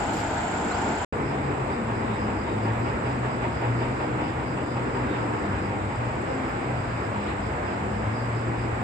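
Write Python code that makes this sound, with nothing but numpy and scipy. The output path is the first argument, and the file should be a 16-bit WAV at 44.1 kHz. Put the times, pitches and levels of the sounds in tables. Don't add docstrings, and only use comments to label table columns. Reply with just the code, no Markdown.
import sys
import numpy as np
from scipy import signal
from scipy.fft import rfft, irfft, next_fast_len
from scipy.io import wavfile
from scipy.ndimage import uniform_filter1d, map_coordinates

SR = 44100
rng = np.random.default_rng(int(sys.argv[2]) if len(sys.argv) > 2 else 0)


def put_to_file(sound):
    columns = np.atleast_2d(sound).T
    safe = np.clip(columns, -1, 1)
    whole_steps = np.round(safe * 32767)
    wavfile.write(sys.argv[1], SR, whole_steps.astype(np.int16))


N = 389403
T = np.arange(N) / SR

# start_s, end_s
SPLICE = (1.049, 1.1245)
# start_s, rumble_db, lorry_drone_db, tyre_roar_db, chorus_db
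OPEN_LEVELS = [(0, -35.5, -31.5, -29, -45), (1.045, -37.5, -32.5, -28.5, -45)]
ROOF_LEVELS = [(1.13, -36.5, -32.5, -31.5, -56), (2.3, -35, -32.5, -32, -56),
               (3.7, -36.5, -32.5, -31, -55.5), (4.5, -34.5, -33, -33, -56.5),
               (5.3, -37.5, -30, -31.5, -55.5), (5.7, -33, -35, -32.5, -56.5),
               (6.4, -35, -34, -31.5, -55.5), (6.9, -35, -36, -32, -55.5), (7.3, -35.5, -33, -31, -55.5),
               (8.4, -35.5, -35.5, -33, -56), (8.83, -36.5, -32.5, -30.5, -56)]
# pitch_hz, relative level_db (per Hz)
RUMBLE_SPECTRUM = [(20, -52), (30, -41), (50, -6.5), (70, -4), (110, -4), (160, -7), (230, -21.5),
                   (300, -50)]
LORRY_SPECTRUM = [(120, -25.5), (200, -1), (300, -0.5), (400, -3), (500, -5.5), (650, -42)]
OPEN_ROAR_SPECTRUM = [(350, -21), (526, -15), (616, -5), (773, -3), (904, -2), (1120, -13.5), (1430, -8),
                      (1790, -15.5), (2090, -16), (2740, -21.5), (4200, -30), (5000, -29), (6000, -37.5),
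                      (8600, -44.5), (8900, -74)]
ROOF_ROAR_SPECTRUM = [(350, -25.5), (490, -6), (560, -6), (885, -5), (1250, -9), (2130, -15), (2600, -20),
                      (3150, -28), (4130, -34), (5800, -43.5), (8600, -53), (8900, -88.5)]
# pitch_hz, likeness (correlation, 0 to 1)
OPEN_LIKENESS = [(60, 1), (180, 0.94), (310, 0.91), (530, 0.6), (920, 0.38), (1600, 0.093), (5000, 0.12)]
ROOF_LIKENESS = [(60, 0.99), (180, 0.88), (310, 0.89), (530, 0.39), (920, 0.34), (1600, 0.11),
                 (5000, 0.073)]
# pitch_hz, left_minus_right_db
OPEN_LEAN = [(60, 1.5), (160, 1.0), (430, 1.0), (1140, 0.5), (3050, 0.5), (8140, -6.5)]
ROOF_LEAN = [(60, 1.0), (120, 1.5), (240, 0.5), (490, 2.5), (990, 0.5), (2000, -3.5), (4040, -2.5),
             (8140, 5.5)]
# pitch_hz, relative level_db (per Hz)
OPEN_CHORUS_SPECTRUM = [(5500, -34.5), (6300, -13.5), (6800, -10), (7150, -2.5), (7410, -4.5), (8100, -9),
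                        (8300, -25.5), (8850, -23), (9000, -43)]
ROOF_CHORUS_SPECTRUM = [(5500, -33.5), (6300, -16.5), (7310, -2.5), (7790, 0), (8240, -4), (8400, -27.5),
                        (8650, -8), (8850, -41)]
# pitch_hz, relative level_db
KATYDID_TONES = [(7650, -3), (7400, 0), (7150, 0), (6900, -9)]
# pitch_hz, relative level_db (per Hz)
HISS_SPECTRUM = [(8800, -32.5), (9500, -31), (11000, -14.5), (12000, -5), (15000, -1), (16000, -9.5)]
# start_s, pitch_hz, level_db
NEAR_INSECT_TONE = [(.12, 3600, -80), (.132, 4000, -52), (.15, 5050, -53), (.168, 5250, -50),
                    (.185, 4850, -52), (.205, 4800, -50), (.222, 4950, -80)]
# centre_s, length_s, level_db
RASPS = [(.175, 0.11, -48), (.35, .04, -69)]
# pitch_hz, relative level_db (per Hz)
WING_SPECTRUM = [(3000, -9), (4500, -4), (5200, -2), (5600, -8), (8500, -9), (9500, -14), (15500, -19)]
# start_s, pitch_hz, level_db, octave_db
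BIRD_WHISTLE = [(.69, 3550, -80, -100), (.703, 3720, -52, -95), (.727, 4200, -46, -95),
                (.737, 4450, -53, -95), (.748, 4800, -50.5, -95), (.772, 5150, -52, -75),
                (.80, 5550, -61, -71), (.85, 5650, -67, -75), (.88, 5600, -80, -100)]
# start_s, firing_rate_hz, firing_tone_db, second_order_db
ENGINE_REVS = [(1.13, 143, -44, -46), (1.28, 141, -37, -47), (1.45, 138, -30.5, -44), (1.56, 135, -40, -47),
               (1.63, 133, -32.5, -44), (1.71, 128, -41, -46), (1.8, 114, -42, -36), (1.88, 113, -35, -34),
               (1.97, 112, -36, -42), (2.1, 111, -30.5, -29.5), (2.17, 109, -34, -45),
               (2.25, 106, -33, -30), (2.34, 104, -43, -41), (2.47, 104, -37, -44), (2.55, 106, -32, -33),
               (2.7, 111, -27, -43), (2.85, 119, -30, -44), (2.95, 124, -40, -46), (3.08, 126, -33, -42),
               (3.2, 124, -30.5, -42), (3.42, 119, -35, -47), (3.7, 119, -28, -46), (3.86, 121, -29.5, -44),
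               (4.0, 126, -35, -47), (4.15, 124, -33.5, -42), (4.27, 122, -42, -42),
               (4.38, 122, -31.5, -42), (4.46, 125, -38, -42), (4.54, 127, -32.5, -43),
               (4.66, 125, -40, -39), (4.79, 124, -31, -39), (4.9, 124, -39, -40), (5.0, 125, -32, -39),
               (5.1, 124, -34, -42), (5.2, 117, -34, -43), (5.35, 116, -34, -43), (5.41, 106, -46, -43),
               (5.48, 98, -34, -37), (5.65, 98, -33, -38), (5.88, 100, -35, -37), (5.94, 112, -40, -44),
               (6.0, 119, -30, -43), (6.14, 118, -31, -43), (6.27, 122, -42, -52), (6.35, 131, -42, -36),
               (6.44, 129, -38, -41), (6.62, 127, -43, -48), (6.73, 124, -28.5, -46),
               (6.9, 118, -33.5, -45), (7.08, 106, -32, -43), (7.16, 103, -41, -37), (7.32, 101, -42, -42),
               (7.5, 99, -41, -46), (7.85, 102, -41, -41), (7.95, 105, -33.5, -37), (8.1, 110, -29, -40),
               (8.2, 117, -31, -47), (8.45, 117, -29.5, -46), (8.83, 116, -32, -45)]
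# peak_s, level_db, pitch_hz
HIGH_CICADA_SWELLS = [(1.29, -56, 5030), (1.46, -59.5, 4850), (1.74, -57.5, 4884), (1.98, -58.5, 4960),
                      (2.22, -55.5, 5000), (2.4, -56.5, 4900), (2.52, -59, 4820), (2.64, -56.5, 4900),
                      (2.87, -55, 4920), (3.1, -57.5, 4930), (3.33, -56.5, 4920), (3.57, -56, 4916),
                      (3.81, -55.5, 4900), (4.04, -57, 4880), (4.27, -54.5, 4920), (4.5, -55, 4890),
                      (4.72, -55.5, 4900), (4.96, -57, 4930), (5.2, -57.5, 4900), (5.41, -58, 4900),
                      (5.54, -61, 5050), (5.65, -55.5, 4950), (5.95, -59.5, 4885), (6.32, -59.5, 5030),
                      (6.5, -60.5, 5000), (6.8, -58.5, 4850), (6.92, -60, 4780), (7.03, -59, 4900),
                      (7.24, -59, 4950), (7.46, -57, 4980), (7.7, -58.5, 4950), (7.94, -60.5, 4950),
                      (8.15, -58, 4950), (8.22, -55.5, 4800), (8.38, -56, 4885), (8.62, -55.5, 4900)]
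LOW_CICADA_SWELLS = [(1.38, -62, 3650), (1.75, -59, 3705), (2.12, -55, 3760), (2.51, -56.5, 3725),
                     (3.45, -63, 3590), (3.86, -59.5, 3640), (4.28, -60, 3520), (4.7, -61, 3630),
                     (5.12, -56.5, 3690)]
# start_s, level_db, arm_ring_over_crash_db
BLOW_FORCE = [(1.32, -33, 1), (2.28, -31.5, 0), (2.66, -29, -4), (3.25, -29.5, -6), (3.44, -27, -7),
              (4.01, -28.5, -6), (4.38, -32, -4), (4.6, -31, -5), (5.15, -30, -5), (5.5, -34, -3),
              (6.1, -34, -4)]
# pitch_hz, width_hz, relative level_db
CHISEL_MODES = [(550, 300, -3), (900, 300, 0), (1250, 400, -5), (1880, 300, -10), (2600, 800, -14)]
# pitch_hz, over_crash_db
CHISEL_RING = [(830, -9), (930, -5.5)]
# start_s, pitch_hz, level_db
HUM_TONE = [(2.2, 312, -52), (2.36, 311, -37), (2.5, 308, -52), (3.9, 308, -52), (4.05, 309, -39.5),
            (4.36, 311, -40), (4.5, 310, -50), (4.62, 310, -41), (4.9, 305, -44), (5.08, 300, -39),
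            (5.25, 305, -44), (5.45, 309, -40), (5.7, 307, -43), (6, 306, -60)]
# start_s, pitch_hz, level_db
HIGH_CHIRP = [(2.6, 13700, -95), (2.65, 13450, -82), (2.71, 13650, -81), (2.745, 13750, -75),
              (2.78, 13450, -77), (2.812, 13300, -74), (2.835, 13900, -95)]
# centre_s, length_s, level_db
LEAF_GUSTS = [(5.13, .12, -46), (7.2, .13, -44), (7.3, .09, -38)]
# pitch_hz, relative level_db (per Hz)
LEAF_SPECTRUM = [(800, -24), (1400, -4), (1750, -1), (2100, -5.5), (2700, -8), (3300, -13), (4100, -15),
                 (4600, -24), (6000, -44)]
# centre_s, length_s, level_db, ring_hz
KNOCKS = [(6.3, .057, -33, 520), (6.7, .045, -34, 530), (7.6, .05, -36, 600)]
# pitch_hz, relative level_db (per Hz)
BOARD_SPECTRUM = [(200, -31), (300, -4), (450, -1), (520, -1), (600, -11), (800, -2), (1100, -33)]
# start_s, level_db
TICKS = [(6.491, -49.5)]

FIRST_BLOW_S, BLOW_GAP_S, QUICKEN_S, BLOWS_END_S = 1.32, .1935, .0002, 6.1
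ARM_RING_HZ = 408
TOP_HZ = 15720


def amp(db):
    return 10 ** (np.asarray(db) / 20)


def unit(x):
    return x / np.sqrt(np.mean(x ** 2) + 1e-20)


def along(points, hz):
    f, v = np.transpose(points)
    return np.interp(np.log(hz + 1), np.log(f + 1), v)


def curves(rows):
    s, *columns = np.transpose(rows)
    return [np.interp(T, s, column) for column in columns]


def wobble(rate):
    knots = rng.standard_normal(int(N * rate / SR) + 4)
    return map_coordinates(knots, [T * rate])


def wavering(hz, waver_hz, rate):
    return np.sin(2 * np.pi * np.cumsum(hz + waver_hz * wobble(rate)) / SR)


def filtered(x, response):
    m = next_fast_len(N + 8192)
    return irfft(rfft(x, m) * response(np.fft.rfftfreq(m, 1 / SR)), m)[..., :N]


def shape(points):
    return lambda hz: amp(along(points, hz)) * (hz <= points[-1][0])


def modes(table):
    def response(f):
        total = 0
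        for k, (centre, width, db) in enumerate(table):
            damping = 1j * f * width
            total = total + (-1) ** k * amp(db) * damping / (centre * centre - f * f + damping)
        return total
    return response


def rush(colour, alike, patchy_db=0, lean=((1, 0),), lag_ms=0):
    z = signal.stft(rng.standard_normal((2, N)), nperseg=512)[2]
    field = uniform_filter1d(rng.standard_normal(z.shape[1:]), size=6, axis=0)
    field = uniform_filter1d(field, size=14, axis=1)
    pair = signal.istft(z * amp(patchy_db * unit(field)), nperseg=512)[1][:, :N]

    def mid_and_side(hz):
        turn = np.arccos(np.clip(along(alike, hz), -1, 1)) / 2
        return colour(hz) * np.array([np.cos(turn), np.sin(turn)])

    sign = np.array([[1], [-1]])

    def ports(hz):
        cycles = hz * lag_ms / 1000 * hz / (hz + 600)
        return amp(sign * along(lean, hz) / 2) * np.exp(-1j * np.pi * sign * cycles)

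    mid, side = filtered(pair, mid_and_side)
    return unit(filtered(mid + sign * side, ports))


def bursts(rows, envelope, lead_s):
    out = np.zeros(N + len(envelope))
    for s, db in rows:
        out[round((s - lead_s) * SR):][:len(envelope)] += amp(db) * envelope
    return out[:N]


def puffs(rows, colour, edge):
    level = sum(amp(db) * np.exp(-np.abs(2 * (T - s) / length) ** edge) for s, length, db in rows)
    return level * rush(shape(colour), [(1, 0.16)], 2.0)


def hillside(levels, roar, chorus, alike, lean, lag_ms, throb, throb_hz, katydid_db):
    rumble_db, lorry_db, roar_db, chorus_db = curves(levels)
    air = .5 * wobble(2.86)
    low = amp(rumble_db + 0.53 * wobble(5.0)) * rush(shape(RUMBLE_SPECTRUM), alike, 0.26, lean, lag_ms)
    drone = amp(lorry_db + air + 0.24 * wobble(8.0)) * rush(shape(LORRY_SPECTRUM), alike, 1.33, lean, lag_ms)
    tyres = amp(roar_db + air + 0.29 * wobble(18)) * rush(shape(roar), alike, 0.77, lean, lag_ms)
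    beat = 2 * np.pi * throb_hz * T + 1.2
    crowd = (1 + throb * np.sin(beat)) * rush(shape(chorus), [(1, .1)], 0.49, lean)
    strokes = 0
    for k, (hz, db) in enumerate(KATYDID_TONES):
        stroke = (1 + np.sin(beat - 0.6 * k)) ** 2
        strokes = strokes + stroke * amp(db + 1.2 * wobble(40)) * wavering(hz, 20, 120)
    nearest = unit(strokes) * amp([[-6.5], [1.5]])
    return low + drone + tyres + amp(chorus_db) * unit(crowd + amp(katydid_db) * nearest)


def near_insect_tone():
    hz, db = curves(NEAR_INSECT_TONE)
    return (db > -79) * amp(db) * wavering(hz, 180, 600)


def near_insect_rasps():
    return puffs(RASPS, WING_SPECTRUM, edge=4)


def bird():
    hz, db, octave_db = curves(BIRD_WHISTLE)
    tone = amp(db + 2 * wobble(120)) * wavering(hz, .024 * hz, 500)
    octave = amp(octave_db) * wavering(2 * hz, 350, 700)
    return (db > -79) * (tone + octave)


def engine():
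    hz, first_db, second_db = curves(ENGINE_REVS)
    turn = 2 * np.pi * np.cumsum(hz * (1 + .007 * wobble(25))) / SR
    first = amp(first_db + 1.8 * wobble(16)) * np.sin(turn)
    second = amp(second_db + 2.5 * wobble(12)) * np.sin(2 * turn)
    tone = first + second
    late = np.pad(tone, (5, 0))[:N]
    return np.sqrt(2) * np.array([amp(-0.4) * late, amp(-1.9) * tone])


def cicada(swells, width_hz, length_s, pan_db, drone_db, drone_width_hz):
    swell = bursts([row[:2] for row in swells], np.hanning(round(length_s * SR)), lead_s=length_s / 2)
    hz = curves(swells)[1]
    centre = hz.mean()

    def band(centre_hz, band_hz):
        return lambda f: modes([(centre_hz, band_hz, 0)])(f) ** 2

    steady = signal.hilbert(rush(band(centre, width_hz), [(1, .15)]), next_fast_len(N))[:, :N]
    shift = np.exp(2j * np.pi * np.cumsum(hz - centre) / SR)
    buzz = swell * (steady * shift).real
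    drone = amp(drone_db + .8 * wobble(3)) * rush(band(centre, drone_width_hz), [(1, .15)], 1.2)
    octave = amp(-21.0) * swell ** 2 / swell.max() * rush(band(2 * centre, width_hz), [(1, .15)])
    return (buzz + drone + octave) * amp([[pan_db / 2], [-pan_db / 2]])


def beats(times, level, scatter_db):
    s, db = np.transpose(level)[:2]
    return zip(times, np.interp(times, s, db) + scatter_db * rng.standard_normal(len(times)))


def breaker():
    t = np.arange(SR // 4) / SR
    smear = (1 - np.exp(-t / .014)) * (amp(-60 * t / .36) + .05 * amp(-60 * t / .6))
    crash = rush(modes(CHISEL_MODES), [(400, 0.74), (1500, 0.55)], lag_ms=0.58)
    ring = 0
    for hz, db in CHISEL_RING:
        flutter_db = 1.8 * np.array([wobble(30), wobble(30)])
        ring = ring + amp(db + flutter_db) * wavering(hz, 15, 40)
    arm = amp(curves(BLOW_FORCE)[1]) * wavering(ARM_RING_HZ, 18, 30) * amp(0) * np.array([[1], [1]])
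    arm = arm * amp([[1], [-1]])
    k = np.arange(round(N / SR / BLOW_GAP_S))
    times = FIRST_BLOW_S + BLOW_GAP_S * k - QUICKEN_S * k * k / 2
    rows = beats(times[times < BLOWS_END_S], BLOW_FORCE, scatter_db=0.5)
    blows = amp(2) * bursts(rows, smear, lead_s=.018) * (crash + ring + arm)
    return filtered(blows, lambda hz: 1 / (1 + (hz / 3300) ** 6))


def hum():
    hz, db = curves(HUM_TONE)
    tone = amp(db + 1.5 * wobble(10)) * wavering(hz, 2.5, 20)
    return np.sqrt(2) * (T > HUM_TONE[0][0]) * tone * amp([[.5], [-.5]])


def high_chirp():
    hz, db = curves(HIGH_CHIRP)
    return (db > -94) * amp(db) * wavering(hz, 200, 500)


def among_trees(calls):
    trees = rng.standard_normal((2, 1500)) * amp(-60 * np.arange(1500) / SR / 0.07)
    trees = trees / np.linalg.norm(trees[0])
    echoes = signal.fftconvolve(calls[None], trees, axes=1)[:, :N]
    return (0.95 * calls + 0.8 * echoes) * amp([[-1.5], [1.5]])


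def leaf_rustles():
    return puffs(LEAF_GUSTS, LEAF_SPECTRUM, edge=2)


def thuds():
    ring = 0
    for s, length, db, hz in KNOCKS:
        ring = ring + amp(db) * np.exp(-(2 * (T - s) / length) ** 2) * np.sin(2 * np.pi * hz * T)
    return ring + puffs([row[:3] for row in KNOCKS], BOARD_SPECTRUM, edge=4)


def finger_tick():
    decay = amp(-60 * np.arange(300) / SR / .004)
    tick = bursts(TICKS, decay, lead_s=0) * rng.standard_normal(N)
    return np.diff(tick, prepend=0)


def scene():
    slope = hillside(OPEN_LEVELS, OPEN_ROAR_SPECTRUM, OPEN_CHORUS_SPECTRUM, OPEN_LIKENESS, OPEN_LEAN,
                     lag_ms=-0.043, throb=0.16, throb_hz=29.44, katydid_db=-2.5)
    roof = hillside(ROOF_LEVELS, ROOF_ROAR_SPECTRUM, ROOF_CHORUS_SPECTRUM, ROOF_LIKENESS, ROOF_LEAN,
                    lag_ms=0.527, throb=0.11, throb_hz=30.4, katydid_db=-17.5)
    roof = roof + engine() + breaker() + hum()
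    roof = roof + cicada(HIGH_CICADA_SWELLS, width_hz=400, length_s=0.185, pan_db=-2.0,
                         drone_db=-62, drone_width_hz=600)
    roof = roof + cicada(LOW_CICADA_SWELLS, width_hz=210, length_s=0.24, pan_db=-0.5,
                         drone_db=-77, drone_width_hz=600)
    calls = among_trees(near_insect_tone() + bird() + high_chirp())
    close = calls + near_insect_rasps() + leaf_rustles() + thuds() + finger_tick()
    return np.where(T < SPLICE[1], slope, roof) + close


def record(dry):
    hiss = amp(np.where(T < SPLICE[1], -73, -80)) * rush(shape(HISS_SPECTRUM), [(1, .3)], 2.5)
    fade_out = np.clip((SPLICE[0] - T) / 0.0023, 0, 1)
    fade_in = np.clip((T - SPLICE[1]) / 0.0015, 0, 1)
    return filtered((fade_out + fade_in) * (dry + hiss), lambda hz: hz < TOP_HZ)


dry = scene()
out = record(dry)
put_to_file(out)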